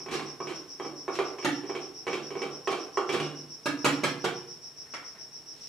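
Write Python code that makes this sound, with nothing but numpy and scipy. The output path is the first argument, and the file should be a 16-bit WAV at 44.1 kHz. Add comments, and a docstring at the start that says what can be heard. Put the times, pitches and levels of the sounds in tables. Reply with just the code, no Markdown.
"""A ribbed plastic grinder lid is unscrewed from a glass jar in a hard-walled kitchen, heard in stereo.
It knocks and scrapes in its thread at each new grip, and strikes the rim once on the way; then it comes
free and is rapped four times on the rim. The hand lets go of the jar and a sleeve rubs faintly.
Contacts are short forces that drive the modes of lid or jar, in the room's reverberation.
A cricket, a train of ticks ringing a wing, chirps steadily in the room over noise, hum and hiss."""
import sys
import numpy as np
from scipy import signal
from scipy.fft import rfft, irfft
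from scipy.io import wavfile
from scipy.ndimage import uniform_filter1d

SR = 44100
rng = np.random.default_rng(int(sys.argv[2]) if len(sys.argv) > 2 else 0)


def waveform_to_disk(signal):
    """Save audio, clipped to [-1, 1], as 16-bit WAV at the path in sys.argv[1]."""
    frames = np.transpose(np.atleast_2d(signal))
    scaled = np.clip(frames, -1, 1) * 32767
    samples = np.round(scaled).astype(np.int16)
    wavfile.write(sys.argv[1], SR, samples)


N = 250488

# Modes of the lid closed over the jar. Each row: frequency in Hz, relative level in dB, t60 in seconds.
LID_MODES = [(148, -15, 1), (282.4, -12, 0.73), (328.4, -10.5, 0.24), (364.3, -2.5, 0.23), (375, 1, 0.061),
             (398, -10.5, 0.48), (433.4, -9, 1), (472, -10, 0.59), (688.4, -13, 0.48), (788, -5.5, 0.39),
             (1050, -10.5, 0.74), (1107, -7.5, 0.35), (1165, -10, 0.55), (1254, -10, 0.17),
             (2287, -10.5, 0.18), (2368, -18, 0.15), (3090, -20.5, 0.27), (3270, -23, 0.28)]


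def undb(db):
    """Decibels to gain."""
    return 10 ** (np.asarray(db) / 20)


def unit(x):
    """Scale to unit energy per channel."""
    return x / np.sqrt(np.mean(np.sum(x ** 2, axis=-1)) + 1e-18)


def along(points, hz):
    """Read (Hz, value) points on a log-frequency axis."""
    point_hz, value = np.transpose(points)
    return np.interp(np.log(np.maximum(hz, 1)), np.log(point_hz), value)


def tint(x, points):
    """Weight the spectrum of a sound by (Hz, dB) points."""
    size = x.shape[-1]
    gain = undb(along(points, np.fft.rfftfreq(size, 1 / SR)))
    return irfft(rfft(x) * gain, size)


def response(points, size=2048):
    """Causal (minimum-phase) impulse response with the spectrum of (Hz, dB) points."""
    gain = undb(along(points, np.fft.rfftfreq(size, 1 / SR)))
    cepstrum = irfft(np.log(gain))
    # fold the cepstrum onto positive time, so the response starts at once
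    cepstrum[1:size // 2] *= 2
    cepstrum[size // 2 + 1:] = 0
    return irfft(np.exp(rfft(cepstrum)))


def through(x, ir):
    """Pass a sound through a response, one row per channel."""
    return signal.fftconvolve(np.atleast_2d(x), np.atleast_2d(ir), axes=-1)[:, :N]


def add(track, s, x):
    """Mix x into the track from time s."""
    start = max(int(s * SR), 0)
    part = track[..., start:start + x.shape[-1]]
    part += x[..., :part.shape[-1]]


def ringing_mode(hz, t60, phase=0.0):
    """One second of a sine that falls by 60 dB in t60, at unit energy."""
    t = np.arange(SR) / SR
    return unit(np.sin(2 * np.pi * (hz * t + phase)) * np.exp(-np.log(1000) * t / t60))


def body(colour, modes, ring_db, room, build_s):
    """A broad crack carried by the room, and modes that build up and ring on."""
    t = np.arange(SR) / SR
    ring = sum(undb(db) * ringing_mode(hz, t60, phase=rng.random()) for hz, db, t60 in modes)
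    ring = unit(ring * (1 - np.exp(-t / build_s)))
    crack = unit(through(response(colour), room)[:, :len(t)])
    return unit(crack + undb(ring_db) * ring)


def slips(size, rate, spread_db):
    """Tiny slips of uneven force at random moments, rate per second."""
    when, force = rng.random(size), rng.standard_normal(size)
    sign = rng.choice([-1, 1], size)
    return (when < rate / SR) * sign * undb(spread_db * force)


def contact_force(rattle_s, chatter_db, chatter_hz, push_hz):
    """A push, low-passed at push_hz, then high-passed chatter as the faces grind."""
    t = np.arange(SR // 10) / SR
    age = t / rattle_s
    chatter = unit(slips(len(t), rate=2900, spread_db=2.5) * np.sqrt(age) * np.exp(-age))
    chatter = signal.sosfilt(signal.butter(2, chatter_hz, "high", fs=SR, output="sos"), chatter)
    push = signal.sosfilt(signal.butter(1, push_hz, fs=SR, output="sos"), 1. 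* (t == 0))
    return undb(chatter_db) * chatter + push


def blows(table, ringing, thump_db, chatter_db, chatter_hz, push_hz, favour_db, detune):
    """Contact forces strike a ringing body; short ones clack harder, and the grip retunes it a little."""
    plain_rattle_s, clack_db_per_halving = 0.0034, 3.5
    out = np.zeros((2, N))
    taps = np.arange(SR * 3 // 4)
    for row, low_db in zip(table, np.broadcast_to(thump_db, len(table))):
        s, db, rattle_s, bright_db, favoured_hz = row
        force = contact_force(rattle_s, chatter_db, chatter_hz, push_hz)
        # the point of contact decides which modes are driven hardest
        force += undb(favour_db) * signal.lfilter(*signal.iirpeak(favoured_hz, 6, fs=SR), force)
        clack_db = clack_db_per_halving * np.log2(plain_rattle_s / rattle_s)
        hardness = response([(40, -5.5), (140, low_db), (380, -3.5), (1100, clack_db), (2800, bright_db)])
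        pitch = 1 + detune * rng.standard_normal()
        held = [np.interp(taps * pitch, np.arange(len(x)), x) for x in ringing]
        add(out, s, undb(db) * through(through(force, hardness), held))
    return out


def rocking(rows):
    """The lid rocks back once after each knock, softer and duller."""
    delays = rng.uniform(.015, .05, len(rows))  # seconds
    return [(s + delay, db - 10, 0.0077, bright_db - 4.5, hz)  # the third is the rattle in seconds
            for (s, db, _, bright_db, hz), delay in zip(rows, delays)]


def lid_knocks(room):
    """The lid knocks in its thread and rocks back, ringing the closed jar and thumping the base."""
    # Knocks. Each row: start in seconds, level in dB, rattle in seconds, brightness in dB, favoured Hz.
    knock_rows = [(.003, -14, 0.0058, 0, 317), (.062, -9.5, .0025, 1.5, 368), (.086, -7, 0.0042, 5.5, 322),
                  (.196, -7, 0.00082, 3.5, 310), (.403, -4, 0.0016, -4, 360), (.472, -4.5, 0.0067, 6, 324),
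                  (.799, -2, .004, -1, 340), (.848, -1.5, 0.0095, -6, 306), (1.080, 2.5, 0.003, -5, 353),
                  (1.189, 7, 0.0035, 1, 388), (1.385, -10, 0.0032, 7, 380), (1.427, -7.5, 0.013, 8, 380),
                  (1.636, -5, 0.021, -3.5, 373), (1.696, 0, 0.0056, -4, 384), (1.751, 0, 0.011, 3.5, 380),
                  (2.068, 1, 0.0059, 3, 482), (2.079, -2, 0.0024, 6, 494), (2.131, 2, .011, 7, 363),
                  (2.306, -3.5, 0.017, 0.5, 420), (2.354, 0.5, 0.012, -4.5, 420),
                  (2.419, -0.5, 0.0081, 6.5, 444), (2.440, -3, 0.0052, -3, 424),
                  (2.674, 4.5, 0.0026, 4.5, 410), (2.727, 0.5, 0.0036, 3.5, 358),
                  (2.973, 6, 0.0016, 0, 386), (3.092, 2.5, 0.0063, 7, 370), (3.142, 4.5, 0.0067, 3, 503),
                  (3.201, 0, 0.0054, 10, 356)]
    # Thump passed into the base, strong at the first grip and as the lid lifts.
    # Each row: time in seconds, level in dB.
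    lid_thump = [(.09, 14), (.4, 7.5), (.8, 1), (1.19, -10), (1.75, -3.5), (2.07, 4.5), (2.42, 2),
                 (3.0, -12.5), (3.15, 12)]
    # Broad colour of the closed lid. Each row: frequency in Hz, level in dB.
    lid_colour = [(60, -42.5), (110, -15), (150, -9), (260, 0), (390, 7.5), (600, 0.5), (1150, -1),
                  (1800, -9.5), (2500, -9.5), (4000, -20), (7500, -27), (15000, -46)]
    lid = body(lid_colour, LID_MODES, ring_db=-0.5, room=room, build_s=0.002)
    twists = [*knock_rows, *rocking(knock_rows)]
    thumps = np.interp([row[0] for row in twists], *np.transpose(lid_thump))
    return blows(twists, lid, thump_db=thumps, chatter_db=-2, chatter_hz=1460, push_hz=3880,
                 favour_db=1.5, detune=0.012)


def scrapes(room):
    """Plastic rubs on the thread, and at last a sleeve, in swells of dense slips."""
    # Rubs. Each row: middle in seconds, length in seconds, level in dB, brightness in dB.
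    scrape_rows = [(0.136, .1, 3.5, -2), (0.501, 0.073, -5, -4), (1.152, 0.058, -7.5, 2),
                   (2.713, 0.047, -1.5, -1.5), (3.135, .05, 0.5, 0), (5.634, 0.33, -31.5, 21)]
    # Broad colour of the rubs. Each row: frequency in Hz, level in dB.
    scrape_colour = [(50, -23), (140, -5.5), (350, 10), (600, -1), (1150, -0.5), (2500, 1.5), (4200, -2.5),
                     (8000, -12), (11000, -19.5), (15000, -33)]
    force = np.zeros(N)
    t = np.arange(SR // 2) / SR
    for s, length, db, bright_db in scrape_rows:
        swell = np.sin(np.pi * np.minimum(t / length, 1)) ** 2
        rub = unit(slips(len(t), rate=2500, spread_db=7.5) * swell)
        tilt = response([(500, -bright_db), (4000, bright_db)])
        add(force, s - length / 2, undb(db) * through(rub, tilt)[0])
    return through(force, body(scrape_colour, LID_MODES, ring_db=-4.5, room=room, build_s=0.0012))


def rim_raps(room):
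    """The lid strikes the glass rim, ringing the open jar and shaking the base below."""
    # Strikes. Each row: start in seconds, level in dB, rattle in seconds, brightness in dB, favoured Hz.
    rap_rows = [(1.447, 6.8, 0.0037, -2.5, 298), (3.658, 3.9, 0.0032, -1, 293),
                (3.845, 9.36, 0.0061, 2, 267), (3.860, 5.4, 0.0016, -3.5, 298),
                (4.035, 7.35, 0.0057, -0.5, 254), (4.242, 5.8, .0041, -3.5, 460)]
    # Modes of the open jar on its hollow base. Each row: frequency in Hz, level in dB, t60 in seconds.
    jar_modes = [(126.5, -14, 0.8), (146, -9, 0.76), (178, -11, 0.72), (278.2, -3.5, 0.68),
                 (296, -2.5, 0.58), (357, -2, 0.63), (468.5, -1, 0.13), (574, -4, .22), (714, -2.5, 0.3),
                 (1147, -11, 0.43), (1240, -5.5, 0.19), (1656, -2, 0.092), (1814, -31, 0.25),
                 (2270, -5, 0.25), (3256, -8, 0.3)]
    # Broad colour of the open jar. 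Each row: frequency in Hz, level in dB.
    jar_colour = [(50, -32), (90, -15.5), (125, -10.5), (300, 1), (700, -2), (1500, -5.5), (3200, -8),
                  (4200, -13), (7000, -17.5), (11000, -25.5), (15500, -38)]
    jar = body(jar_colour, jar_modes, ring_db=-4.0, room=room, build_s=0.005)
    return blows(rap_rows, jar, thump_db=3, chatter_db=2.5, chatter_hz=465, push_hz=1010,
                 favour_db=6, detune=0.00722)


def pings():
    """The glass rings after a touch, one mode each time: first long, then short."""
    # Touches. Each row: start in seconds, frequency in Hz, level in dB, t60 in seconds.
    ping_rows = [(3.201, 2900, -13.5, .55), (4.038, 2270, -2, 0.14)]
    glass = np.zeros(N)
    for s, hz, db, t60 in ping_rows:
        add(glass, s, undb(db) * ringing_mode(hz, t60))
    return glass


def settling(room):
    """The jar ticks as the hand leaves it: small blows coloured by its foot and the room."""
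    # Ticks. Each row: start in seconds, level in dB, rattle in seconds, brightness in dB, favoured Hz.
    tick_rows = [(4.857, -27.5, .004, -1, 1900), (4.938, -5, 0.0053, 1, 1420),
                 (5.024, -20.5, 0.0019, -0.72, 1170), (5.153, -22, 0.0046, -2, 1830)]
    # Broad colour of the foot. Each row: frequency in Hz, level in dB.
    tick_colour = [(70, -35), (250, 3.5), (700, 1.5), (1250, 1), (1900, 4), (2800, -4.5), (4500, -12),
                   (9000, -18), (15000, -40)]
    foot = unit(through(response(tick_colour), room))
    return blows(tick_rows, foot, thump_db=-9, chatter_db=-4.5, chatter_hz=800, push_hz=2480,
                 favour_db=1.0, detune=0.0316)


def off_centre(pair):
    """The jar stands a little off centre: its sound reaches the right microphone later."""
    lag_s = 1.5e-5  # a fraction of a sample, so turn the phase instead
    turn = np.exp(-2j * np.pi * np.fft.rfftfreq(N, 1 / SR) * lag_s)
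    return np.array([pair[0], irfft(rfft(pair[1]) * turn, N)])


def cricket(level_db=-46.0, length_s=0.079, catch_hz=300, scatter_db=0.5, jitter=.25, sag_hz=120, grow_db=4.5):
    """The file catches in uneven ticks that ring the wing; each chirp swells late and sags in pitch."""
    # Resonance of the wing. Each row: frequency in Hz, level in dB.
    wing = [(2500, -74), (4700, -22.5), (5100, -7.5), (5420, 7), (5750, -0.5), (6120, -11.5), (6400, -34),
            (9000, -65)]
    first_chirp_s, period_s, chirp_scatter_s = -.035, .14075, 0.0022
    lead = SR // 10  # samples ahead: it is already singing at the start
    ticks = np.zeros((2, N + 2 * lead))  # wing open, wing closed
    for beat in np.arange(first_chirp_s, N / SR - length_s / 2, period_s):
        s = beat + chirp_scatter_s * rng.standard_normal()
        gap, force = rng.standard_normal(size=(2, 48))
        # progress of each tick through the stroke, 0 to 1
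        stroke = np.minimum(np.cumsum(np.exp(jitter * gap)) / catch_hz / length_s, 1)
        swell = np.abs(np.sin(np.pi * stroke)) ** 0.59
        swell *= undb(grow_db * stroke + scatter_db * force)
        when = lead + (s + stroke * length_s) * SR
        ticks[:, when.astype(int)] += swell * np.array([1 - stroke, stroke])
    song = 0
    for x, shift in zip(ticks, (sag_hz / 2, -sag_hz / 2)):
        song = song + signal.fftconvolve(x, response([(hz + shift, db) for hz, db in wing]))
    # the room smears the chirps
    room = kitchen(direct_db=-8, early_db=7, early_s=.013)
    heard = signal.fftconvolve(song[None], room, axes=-1)[:, lead:lead + N]
    return undb(level_db) * np.sqrt(N) * unit(heard)


def kitchen(direct_db, early_db, early_s):
    """Direct sound, close reflections off counter and walls, then a tail that dulls as it dies."""
    # Reverberation of the kitchen. Each row: frequency in Hz, t60 in seconds.
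    room_t60 = [(120, 1), (300, 0.76), (800, 0.66), (2000, 0.54), (5000, 0.45), (13000, 0.36)]
    hz, s, cells = signal.stft(diffuse(SR), SR, nperseg=256)
    decay = undb(-60 * s / along(room_t60, hz)[:, None])
    tail = signal.istft(cells * decay, SR)[1]
    t = np.arange(tail.shape[1]) / SR
    ir = unit(tail * (1 + undb(early_db) * np.exp(-t / early_s)))
    ir[:, 0] += undb(direct_db)
    return unit(even(even(ir, size=50), size=50))


def even(x, size):
    """Level out a response's broad humps and dips, keeping its fine comb."""
    spectrum = rfft(x, 2 * x.shape[1])
    power = uniform_filter1d(np.mean(np.abs(spectrum) ** 2, axis=0), size)
    return irfft(spectrum / np.sqrt(power))[:, :x.shape[1]]


def diffuse(size):
    """Noise from all sides: alike in both channels where side is weak, less related where it is strong."""
    # Side against mid. Each row: frequency in Hz, side level in dB.
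    room_width = [(30, -3), (100, 0), (280, -14), (1000, -8.5), (2000, -3.5), (5000, -4.5), (12000, 1)]
    mid, side = rng.standard_normal((2, size))
    pair = mid + np.array([[1], [-1]]) * tint(side, room_width)
    # take back the power that the side signal added
    return tint(pair, [(hz, -10 * np.log10(1 + undb(db) ** 2)) for hz, db in room_width])


def background(low_db=-58, treble_db=-66, hum_hz=148, hum_db=-71):
    """Quiet room noise and a thin hiss, both tinted diffuse noise, and a faint sine hum."""
    # Room noise. Each row: frequency in Hz, relative level in dB per Hz.
    hush = [(15, -51), (25, -22), (115, -8.5), (146, -10.5), (186, -11.5), (314, -9.5), (350, -11),
            (476, -7.5), (508, -18), (660, -13), (1190, -17.5), (4600, -22), (5980, -41), (10100, -120)]
    # Hiss. Each row: frequency in Hz, relative level in dB per Hz.
    hush_treble = [(25, -60), (3000, -54), (4800, -13.5), (7500, -10.5), (11000, -12), (15500, -21)]
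    low = unit(tint(diffuse(N), hush))
    treble = unit(tint(diffuse(N), hush_treble))
    hum = unit(np.sin(2 * np.pi * hum_hz * np.arange(N) / SR))
    return np.sqrt(N) * (undb(low_db) * low + undb(treble_db) * treble + undb(hum_db) * hum)


def scene():
    """Lid, jar, sleeve and cricket in the same room."""
    closed = kitchen(direct_db=-7.0, early_db=-4, early_s=0.042)
    opened = kitchen(direct_db=-11.0, early_db=6, early_s=0.058)
    lid = lid_knocks(closed)
    rubs = scrapes(closed)
    jar = rim_raps(opened) + pings() + settling(opened)
    return off_centre(lid + rubs + jar) + cricket() + background()


def record(dry):
    """Two slightly unequal microphones and a steep top cut."""
    # The right microphone hears more bass. Each row: frequency in Hz, left minus right in dB.
    mic_balance = [(50, -2.5), (400, -4.5), (1200, -2.5), (2500, -1.8), (4500, 0.6), (14000, -0.5)]
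    pair = [tint(x, [(hz, side * db / 2) for hz, db in mic_balance]) for x, side in zip(dry, (1, -1))]
    top_cut = signal.ellip(10, .1, 80, 15600, fs=SR, output="sos")  # ripple dB, stopband dB, edge Hz
    return signal.sosfilt(top_cut, pair)


dry = scene()
out = record(dry)
waveform_to_disk(out)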